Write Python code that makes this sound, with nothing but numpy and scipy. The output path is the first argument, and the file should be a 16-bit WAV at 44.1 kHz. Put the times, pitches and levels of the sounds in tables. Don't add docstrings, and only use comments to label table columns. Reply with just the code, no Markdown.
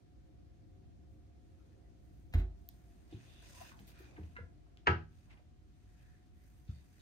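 import sys
import numpy as np
from scipy import signal
from scipy.fft import rfft, irfft
from scipy.io import wavfile

SR = 44100
rng = np.random.default_rng(int(sys.argv[2]) if len(sys.argv) > 2 else 0)


def gain_from_db(level_db):
    decades = np.asarray(level_db, float) / 20
    return 10 ** decades


def pcm_store(signal):
    levels = np.round(np.clip(np.atleast_2d(signal), -1, 1) * 32767)
    wavfile.write(sys.argv[1], SR, levels.astype(np.int16).T)


N = 309141

# (time [s], push [dB], slap [dB], door skin [dB])
FRIDGE_TOUCHES = [
    (2.336, -23, -37, -55),
    (2.3495, -43.5, -46, -57.5),
    (2.380, -28.5, -47.5, -64),
    (2.394, -51, -49, -66),
    (2.410, -43, -62, -60.5),
]
# (time [s], blow [dB], crack [dB])
CABINET_BLOWS = [
    (4.869, -21.5, -19),
    (4.8713, -36, -12.5),
    (4.885, -37.5, -27.5),
]
EDGES = 22 * 2 ** np.arange(0, 9.8, .4)
CENTRES = np.sqrt(EDGES[1:] * EDGES[:-1])


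def rms_one(x):
    return x / np.sqrt(np.mean(x ** 2) + 1e-20)


def in_time(rows):
    s, *columns = np.transpose(rows)
    return [np.interp(np.arange(N) / SR, s, c) for c in columns]


def at_hz(points, hz):
    return np.interp(np.log(hz), np.log(np.array(points)[:, 0]), np.array(points)[:, 1])


def drift(rate):
    r = np.exp(-80 * np.pi * rate / SR)
    slow = signal.lfilter([1], [1, -2 * r, r * r], rng.standard_normal(N // 40 + 2002))[2000:]
    return np.interp(np.arange(N) / 40, np.arange(len(slow)), rms_one(slow))


def resonate(x, hz, width):
    r = np.exp(-np.pi * width / SR)
    top = (1 - r * r) / 2 * np.array([1, 0, -1])
    return signal.lfilter(top, [1, -2 * r * np.cos(2 * np.pi * hz / SR), r * r], x)


def coloured(x, spectrum):
    cepstrum = irfft(np.log(gain_from_db(at_hz(spectrum, np.fft.rfftfreq(len(x), 1 / SR) + 1))))
    cepstrum[1:len(x) // 2] *= 2
    cepstrum[len(x) // 2 + 1:] = 0
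    return irfft(rfft(x) * np.exp(rfft(cepstrum)), len(x))


def bands(white):
    for k, hz in enumerate(CENTRES):
        sos = signal.butter(2, EDGES[k:k + 2], "band", fs=SR, output="sos")
        yield hz, signal.sosfilt(sos, white[k % 2])


def two_ears(mid, side, alike):
    return np.sqrt(1 + alike) * mid + np.sqrt(1 - alike) * side * [[1], [-1]]


def spread_noise(spectrum, patchy_db, lift_db):
    # (frequency [Hz], left-right likeness [-1 to 1])
    likeness = [(40, 0.91), (120, 0.078), (250, 0.78), (500, 0.6), (1000, 0.12), (2000, 0.099),
                (12000, 0.12)]
    out, power = 0, 0
    for hz, (mid, side) in bands(rng.standard_normal((2, 2, N))):
        band = gain_from_db(at_hz(spectrum, hz)) * two_ears(mid, side, at_hz(likeness, hz))
        power += np.mean(band ** 2)
        out = out + band * gain_from_db(patchy_db * drift(10) + lift_db(hz))
    return out / np.sqrt(power)


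def ring(s, db, hz, t60, contact_s):
    out, at = np.zeros(N), round(s * SR)
    t = np.arange(min(N - at, round(1.5 * t60 * SR))) / SR
    swell = 1 - np.exp(-(t / contact_s) ** 2)
    out[at:at + len(t)] = gain_from_db(db - 60 * t / t60) * swell * np.sin(2 * np.pi * hz * t)
    return out


def burst(s, db, spectrum, t60, rise_s, snap=0):
    size = 8192
    t = np.arange(size) / SR
    splash = rng.standard_normal(size) * gain_from_db(-60 * t / t60) * (1 - np.exp(-t / rise_s))
    splash[round(2 * rise_s * SR)] += snap
    splash = coloured(splash, spectrum)
    out, at = np.zeros(N + size), round(s * SR)
    out[at:at + size] = gain_from_db(db) * splash / np.max(np.abs(splash))
    return out[:N]


def room(x):
    # (frequency [Hz], time to fall 60 dB [s])
    room_t60 = [(60, 0.43), (300, 0.29), (1500, 0.26), (2500, 0.23), (5000, 0.3), (12000, 0.011)]
    t, tail = np.arange(SR // 2) / SR, 0
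    for hz, (mid, side) in bands(rng.standard_normal((2, 2, len(t)))):
        alike = 1 / (1 + (hz / 400) ** 2)
        fade = (hz > 110) * gain_from_db(-60 * t / at_hz(room_t60, hz))
        tail = tail + fade * two_ears(mid, side, alike)
    tail = tail * np.clip((t - .003) / 0.0013, 0, 1)
    tail = tail / np.sqrt(np.sum(tail ** 2) / 2)
    return gain_from_db(-3.5) * signal.fftconvolve(x[None], tail, axes=1)[:, :N]


def placed(x, pan_db, lag_s):
    return np.array([x * gain_from_db(pan_db / 2), np.roll(x, round(lag_s * SR)) * gain_from_db(-pan_db / 2)])


def air():
    # (frequency [Hz], level [dB per Hz])
    air_colour = [(12, -48), (20, -21.5), (36, -10), (60, 3.5), (270, -14.5), (310, -12.5), (422, -36.5),
                  (527, -29.5), (574, -25), (698, -29), (759, -44), (1030, -46), (1220, -37), (6360, -44),
                  (16000, -57)]
    # (time [s], level [dB])
    gusts = [(0.0, -62.5), (0.8, -59), (1.62, -62), (2.5, -58), (2.69, -63), (4.41, -59.5), (4.71, -65.5),
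             (4.9, -61.5), (7.01, -63.5)]
    hum_hz = [54, 134, 307, 380, 402, 533, 689]
    # (width [Hz], doors open [dB], after fridge door [dB], after cabinet door [dB])
    hums = [(11, -68, -64, -65.5), (7.3, -77.5, -75.5, -83), (4.7, -72.5, -78.5, -85), (9.2, -79, -79, -95),
            (3.4, -95.5, -106, -89.5), (8.5, -81, -88.5, -100), (13, -81.5, -78.5, -100)]
    t = np.arange(N) / SR
    doors_shut = np.searchsorted([FRIDGE_TOUCHES[0][0], CABINET_BLOWS[0][0]], t)
    gust = in_time(gusts)[0] - np.mean(gusts, axis=0)[1]
    duct = 0.8 * gust + np.array([-1.5, 0, -2])[doors_shut]
    lift = lambda hz: gust if hz < 150 else duct if hz < 900 else 0
    soften = signal.butter(6, 13500, fs=SR, output="sos")
    out = signal.sosfilt(soften, gain_from_db(-59) * spread_noise(air_colour, 1.0, lift))
    for hz, (width, *db) in zip(hum_hz, hums):
        mid, side = resonate(rng.standard_normal((2, N)), hz, width)
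        out = out + gain_from_db(np.array(db))[doors_shut] * rms_one(mid + 0.9 * side * [[1], [-1]])
    out = np.array([out[0], np.roll(out[1], round(.0005 * SR))])
    whine = np.sin(2 * np.pi * 726.7 * t - np.array([[0], [1.2]]))
    return out + gain_from_db(-81.5 + 1.5 * drift(4.8)) * whine


def sleeve():
    # (start [s], peak [s], end [s], level [dB], brightness [dB per octave])
    strokes = [(1.05, 1.13, 1.2, -103, 8), (1.24, 1.62, 2.4, -89, -2), (1.98, 2.062, 2.5, -95.5, 6.5),
               (2.54, 2.6, 3.1, -95.5, 6), (2.678, 2.693, 2.9, -92.5, 7.5), (2.7, 2.947, 3.8, -85, 1),
               (3.09, 3.116, 3.44, -73, -5.5), (3.16, 3.308, 3.65, -74, -3.5), (3.375, 3.465, 3.5, -68, -7),
               (3.388, 3.587, 3.77, -68.5, 0.5), (3.54, 3.68, 3.76, -65.5, -7),
               (3.736, 3.79, 4.05, -77.5, -0.5), (3.834, 3.89, 4, -72, -5), (3.88, 3.99, 3.676, -80, 2),
               (3.857, 4.02, 4.25, -74.5, -5), (4.041, 4.223, 4.52, -80, -2.5),
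               (5.08, 5.164, 5.47, -84, -0.5), (5.208, 5.32, 5.26, -79.5, -4), (5.6, 6.03, 6.4, -84, -1),
               (6.322, 6.466, 6.8, -88, 5.5), (6.664, 6.692, 6.9, -77, -4.5),
               (6.55, 6.853, 7.7, -88.5, 3.5), (6.898, 7.002, 8.2, -81, 0.3)]
    # (frequency [Hz], level [dB per Hz])
    cloth = [(290, -55), (500, -8), (1000, -20), (2500, -20), (4000, -21.5), (7000, -24), (10000, -24.5),
             (13000, -22.5), (16000, -28.5)]
    # (frequency [Hz], width [Hz], lift [dB])
    weave = [(1015, 140, 7), (1700, 700, 12), (2500, 100, 9.5), (3605, 350, 5.5), (4775, 400, 6.5),
             (6250, 730, 8.5), (8340, 880, 8)]
    t = np.arange(0, N + 64, 64) / SR
    bend = 0.79
    swell = np.array([np.interp(t, row[:3], [0, 1, 0]) for row in strokes]) ** (2 * bend)
    db, bright = np.transpose(strokes)[3:]

    def tint(hz):
        if hz < 2200:
            return -2 + 0.65 * bright
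        return bright * np.log2(max(hz / 3500, 1))

    def lift(hz):
        power = gain_from_db(db + tint(hz)) ** 2 @ swell
        return np.interp(np.arange(N) / SR, t, 10 * np.log10(power + 1e-13))

    rub = spread_noise(cloth, 1.2, lift) * gain_from_db(2.0 * drift(150))
    rub = rub + sum((gain_from_db(lift_db) - 1) * resonate(rub, hz, width) for hz, width, lift_db in weave)
    rub = np.array([rub[0], np.roll(rub[1], round(.0003 * SR))])
    return gain_from_db(3.0) * signal.sosfilt(signal.cheby2(12, 40, 16100, fs=SR, output="sos"), rub)


def puffs():
    # (time [s], peak [dB], time to fall 60 dB [s])
    cloth_puffs = [
        (3.592, -56, 0.45),
        (3.791, -59, 0.064),
        (3.867, -53, 0.16),
        (3.98, -58.5, 0.2),
    ]
    # (frequency [Hz], level [dB per Hz])
    puff_colour = [(2000, -15), (4000, -2.5), (8000, -11), (12000, -3), (16000, -7.5)]
    return sum(np.array([burst(s, db, puff_colour, t60, 0.016) for ear in "LR"])
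               for s, db, t60 in cloth_puffs)


def hinge():
    # (time [s], frequency [Hz], level [dB])
    whistle = [(4.181, 13100, -100), (4.21, 13000, -95), (4.3, 12500, -96), (4.34, 11800, -98)]
    (first_s, first_hz, _), (last_s, last_hz, _) = whistle[0], whistle[-1]
    path = [(first_s - .01, first_hz, -140), *whistle, (last_s + .01, last_hz, -140)]
    hz, db = in_time(path)
    return gain_from_db(db + 3.6 * drift(36)) * np.sin(2 * np.pi * np.cumsum(hz + 60 * drift(60)) / SR)


def slides():
    # (start [s], end [s], frequency [Hz], width [Hz], level [dB])
    sliding_bands = [(3.23, 3.486, 3520, 500, -70.5), (3.22, 3.5, 2700, 640, -73.5),
                     (3.501, 3.74, 2680, 270, -68), (3.523, 3.677, 1005, 140, -63.5),
                     (3.597, 3.639, 717, 66, -52.5), (3.5, 3.7, 6200, 460, -73),
                     (3.903, 4.206, 2440, 200, -72), (3.926, 4.109, 1530, 550, -68),
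                     (3.959, 4.15, 5900, 400, -84), (1.583, 1.64, 1300, 150, -83),
                     (1.699, 1.76, 1800, 250, -85), (1.829, 1.9, 1900, 200, -84),
                     (3.7, 3.84, 790, 470, -70), (1.5, 2.01, 380, 360, -75), (3.954, 4.305, 390, 620, -69),
                     (5.851, 6.3, 1724, 540, -78.5), (5.98, 6.2, 1710, 110, -80),
                     (5.99, 6.05, 3180, 150, -85), (5.29, 5.35, 2140, 2000, -68),
                     (3.43, 3.53, 4800, 3200, -68), (6.33, 6.5, 1930, 500, -84),
                     (5.969, 6.055, 2540, 400, -82), (3.45, 3.753, 5140, 520, -71.5),
                     (5.251, 5.423, 630, 850, -72.5), (6.69, 6.83, 4560, 350, -80.5),
                     (6.672, 6.74, 3600, 180, -77), (6.72, 6.86, 3720, 160, -84),
                     (6.68, 6.74, 1310, 160, -77), (6.675, 6.72, 2630, 500, -79),
                     (6.699, 6.837, 2024, 210, -81.5)]
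    out = np.zeros((2, N))
    for start, end, hz, width, db in sliding_bands:
        a, b = round(start * SR), round(end * SR)
        once = resonate(rng.standard_normal((2, N // 10)), hz, width)
        sing = resonate(once, hz, width)[:, :b - a]
        out[:, a:b] += gain_from_db(db) * rms_one(sing) * np.sqrt(np.hanning(b - a))
    return out


def ticks():
    # (time [s], peak [dB], centre [Hz], time to fall 60 dB [s], rise [s])
    small_ticks = [(3.118, -60.5, 3460, 0.14, 0.0042), (3.716, -45, 1300, 0.017, 0.0018),
                   (3.79, -50, 2950, 0.025, 0.00079), (4.042, -55, 2500, 0.01, 0.0018),
                   (4.162, -51, 1900, 0.047, 0.006), (4.175, -55, 910, 0.051, 0.0034),
                   (4.3635, -48, 1900, 0.028, 0.0037), (4.23, -58.5, 2500, .035, .004),
                   (4.664, -64.5, 1205, 0.024, .002), (4.7718, -48.5, 2940, .01, .0005),
                   (5.303, -57, 2000, 0.04, 0.01), (5.33, -61, 2180, 0.03, 0.003),
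                   (5.37, -61.5, 2300, 0.042, 0.0066), (5.392, -64, 684, 0.049, .003),
                   (6.676, -68, 4200, 0.086, 0.0055), (6.99, -64.5, 3900, 0.11, 0.0046)]
    out = 0
    for s, db, hz, t60, rise in small_ticks:
        fall = 8 + 131 * t60
        hump = [(hz / 16, -4 * fall), (hz, 0), (hz * 16, -6 * fall)]
        out = out + burst(s, db, hump, t60, rise, 0.0074 / rise)
    return out


def knob():
    # (time [s], peak [dB])
    touches = [
        (4.354, -65),
        (4.3635, -49.5),
        (4.3685, -50),
        (4.388, -60),
        (4.41, -65.5),
    ]
    # (frequency [Hz], level [dB], time to fall 60 dB [s])
    knob_modes = [(1004, -4.5, 0.046), (1390, -1.5, .08), (1447, -2.5, 0.1), (1660, -4.5, 0.07),
                  (1693, 0.5, 0.09), (2070, 3, 0.035), (2460, -7, 0.043), (2800, -15, .05),
                  (3950, -13.5, 0.022)]
    luck = rng.normal(0, 2.9, (len(touches), len(knob_modes)))
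    return sum(ring(s, db + rel_db + own, hz, t60, 0.0013)
               for (s, db), row in zip(touches, luck)
               for (hz, rel_db, t60), own in zip(knob_modes, row))


def peel():
    # (time [s], peak [dB])
    peels = [(2.6888, -33.5)]
    # (frequency [Hz], level [dB per Hz])
    peel_colour = [(1200, -52), (2400, -20), (3700, -6.5), (5500, -12), (8000, -15), (10500, -12),
                   (12000, 3.5), (14000, 8), (16500, -16.5)]
    return sum(burst(s, db, peel_colour, 0.0033, 0.00027, 9.7) for s, db in peels)


def handling():
    # (time [s], peak [dB], lowest mode [Hz], time to fall 60 dB [s])
    knocks = [(3.124, -38.5, 330, 0.057), (3.141, -38.5, 110, 0.15), (4.186, -51, 193, 0.16),
              (4.178, -46.5, 312, 0.13), (4.195, -41.5, 82, 0.25), (4.232, -43.5, 80, 0.22),
              (4.183, -52, 420, 0.094), (3.8, -52, 200, .12), (4.383, -44.5, 482, 0.062),
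              (4, -47.5, 356, .08), (4.39, -55, 208.4, .12), (4.406, -39, 84, 0.16), (4.9, -45.5, 88, 0.24),
              (6.6895, -30, 91.6, 0.11), (6.705, -43.5, 73.8, 0.27)]
    # (ratio to the lowest, level [dB])
    panel = [(1, 2), (1.27, -8), (1.6, -13.5), (2.3, -11), (3.402, -15.5)]
    return sum(ring(s, db + rel_db, ratio * hz, t60 / ratio, 0.004)
               for s, db, hz, t60 in knocks for ratio, rel_db in panel)


def fridge():
    # (frequency [Hz], level [dB], time to fall 60 dB [s])
    cavity = [(50, 0, 0.37), (79.65, 1, 0.48), (99, -27, 0.14), (128, -26, 0.18), (157, -17.5, 0.056),
              (197.6, -7.5, 0.055), (327, -20, 0.11), (368.3, -25, 0.2), (470, -30, 0.14), (640, -33, 0.16)]
    # (frequency [Hz], level [dB], time to fall 60 dB [s])
    skin_modes = [(628, -6.5, 0.24), (687, -4, 0.18), (782.3, 0.5, 0.28), (838, -4, .25), (910, -11, .2),
                  (1130, -13, .2), (1279, -4, 0.15), (1484, -10, .2), (1600, -6, .1), (1690, -16, .2),
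                  (1770, -9, 0.16), (2080, -10, 0.055)]
    # (frequency [Hz], level [dB per Hz])
    slap_colour = [(100, -38), (300, -22), (600, -6), (1000, -11), (1900, -4.5), (2600, -11.5),
                   (4000, -15.5), (5000, -28), (8000, -23.5), (10000, -29), (13000, -21), (16000, -33)]
    first_s = FRIDGE_TOUCHES[0][0]
    boom = -ring(first_s + 0.0055, -24, 70, 0.054, 0.0026)
    slaps = burst(first_s - .012, -56, [(1200, -14), (3200, -7), (9000, -29.0)], 0.1, 0.007)
    for s, push, slap, skin_db in FRIDGE_TOUCHES:
        boom = boom + sum(ring(s + 0.01243, push + db, hz, t60, 0.0025) for hz, db, t60 in cavity)
        boom = boom + sum(ring(s + 0.00298, skin_db + db, hz, t60, .0036) for hz, db, t60 in skin_modes)
        slaps = slaps + burst(s, slap, slap_colour, 0.037, 0.007, .4)
    return boom, slaps


def cabinet():
    # (frequency [Hz], level [dB], time to fall 60 dB [s])
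    wood = [(85, -0.5, 0.35), (105.7, -8, 0.37), (122, -8.5, 0.31), (160, -12.5, 0.47), (190, -15.5, 0.27),
            (234.4, -20, 0.57), (322.6, -13.5, .25), (346.6, -11, 0.3), (387.8, -4.5, 0.16),
            (415.6, -16, .2), (474, -14.5, 0.21), (574, -11, 0.1), (650.5, -11, .12), (740, -13, .15),
            (833, -10, 0.27), (959, -12, 0.3), (975, -13, .2), (1114, -8.5, .15), (1175, -11.5, 0.2),
            (1294, -8, 0.4), (1424, -11, .3), (1515, -6, 0.4), (1598, -7, 0.37), (1610, -10.5, 0.37),
            (1680, -6, .25), (2103, -9, 0.13), (2277, -22, .2), (2553, -15, 0.2), (2780, -15, 0.17)]
    # (frequency [Hz], level [dB per Hz])
    crack_colour = [(100, -31), (300, -14.5), (600, -18), (900, -8), (1200, -1), (1550, -4.5), (2100, -7.5),
                    (2850, -6), (3150, -19), (4200, -23), (5600, -34), (8000, -44.5), (11000, -66),
                    (16000, -82.5)]
    # (time [s], crack [dB])
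    chatter = [(4.8756, -26), (4.878, -30), (4.883, -32), (4.891, -36.5)]

    def struck(modes):
        return -sum(ring(s + 0.38 / hz, blow + db, hz, t60 / (1 + hz / 1500), 1.4 / hz)
                    for s, blow, _ in CABINET_BLOWS for hz, db, t60 in modes)

    cracks = burst(CABINET_BLOWS[0][0] - .01, -41.5, crack_colour, 0.23, .008)
    for s, db in [(s, crack) for s, _, crack in CABINET_BLOWS] + list(chatter):
        cracks = cracks + burst(s, db, crack_colour, 0.01, .0008, 3.0)
    return struck(wood[:17]), struck(wood[17:]), cracks


def scene():
    boom, slap = fridge()
    lows, highs, crack = cabinet()
    small, knocks, snap = ticks() + knob(), handling(), peel()
    direct = placed(boom + slap, -1.3, 0.00019) + placed(snap, -1.2, 0)
    direct = direct + placed(lows, .3, .0002) + placed(highs, .4, 0.00041) + placed(crack, .3, .00045)
    direct = direct + placed(small + knocks, .4, 0.00028)
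    to_room = gain_from_db(-4) * (slap + crack) + gain_from_db(-6) * (boom + lows + knocks)
    to_room = to_room + gain_from_db(-9) * highs + gain_from_db(-4.5) * small + gain_from_db(-5.5) * snap
    return direct + room(to_room) + hinge() + sleeve() + slides() + puffs() + air()


def top_cut(x):
    return signal.sosfilt(signal.butter(12, 16510, fs=SR, output="sos"), x)


def record(dry):
    # (frequency [Hz], width [Hz], depth [0-1])
    port_notches = [(7630, 270, 1), (10770, 1400, 0.6)]
    out = signal.sosfilt(signal.butter(3, 34, "high", fs=SR, output="sos"), dry)
    out = signal.sosfilt(signal.cheby2(10, 50, 17000, fs=SR, output="sos"), out)
    for hz, width, depth in port_notches:
        out = out - depth * resonate(out, hz, width)
    return top_cut(out)


dry = scene()
out = record(dry)
pcm_store(out)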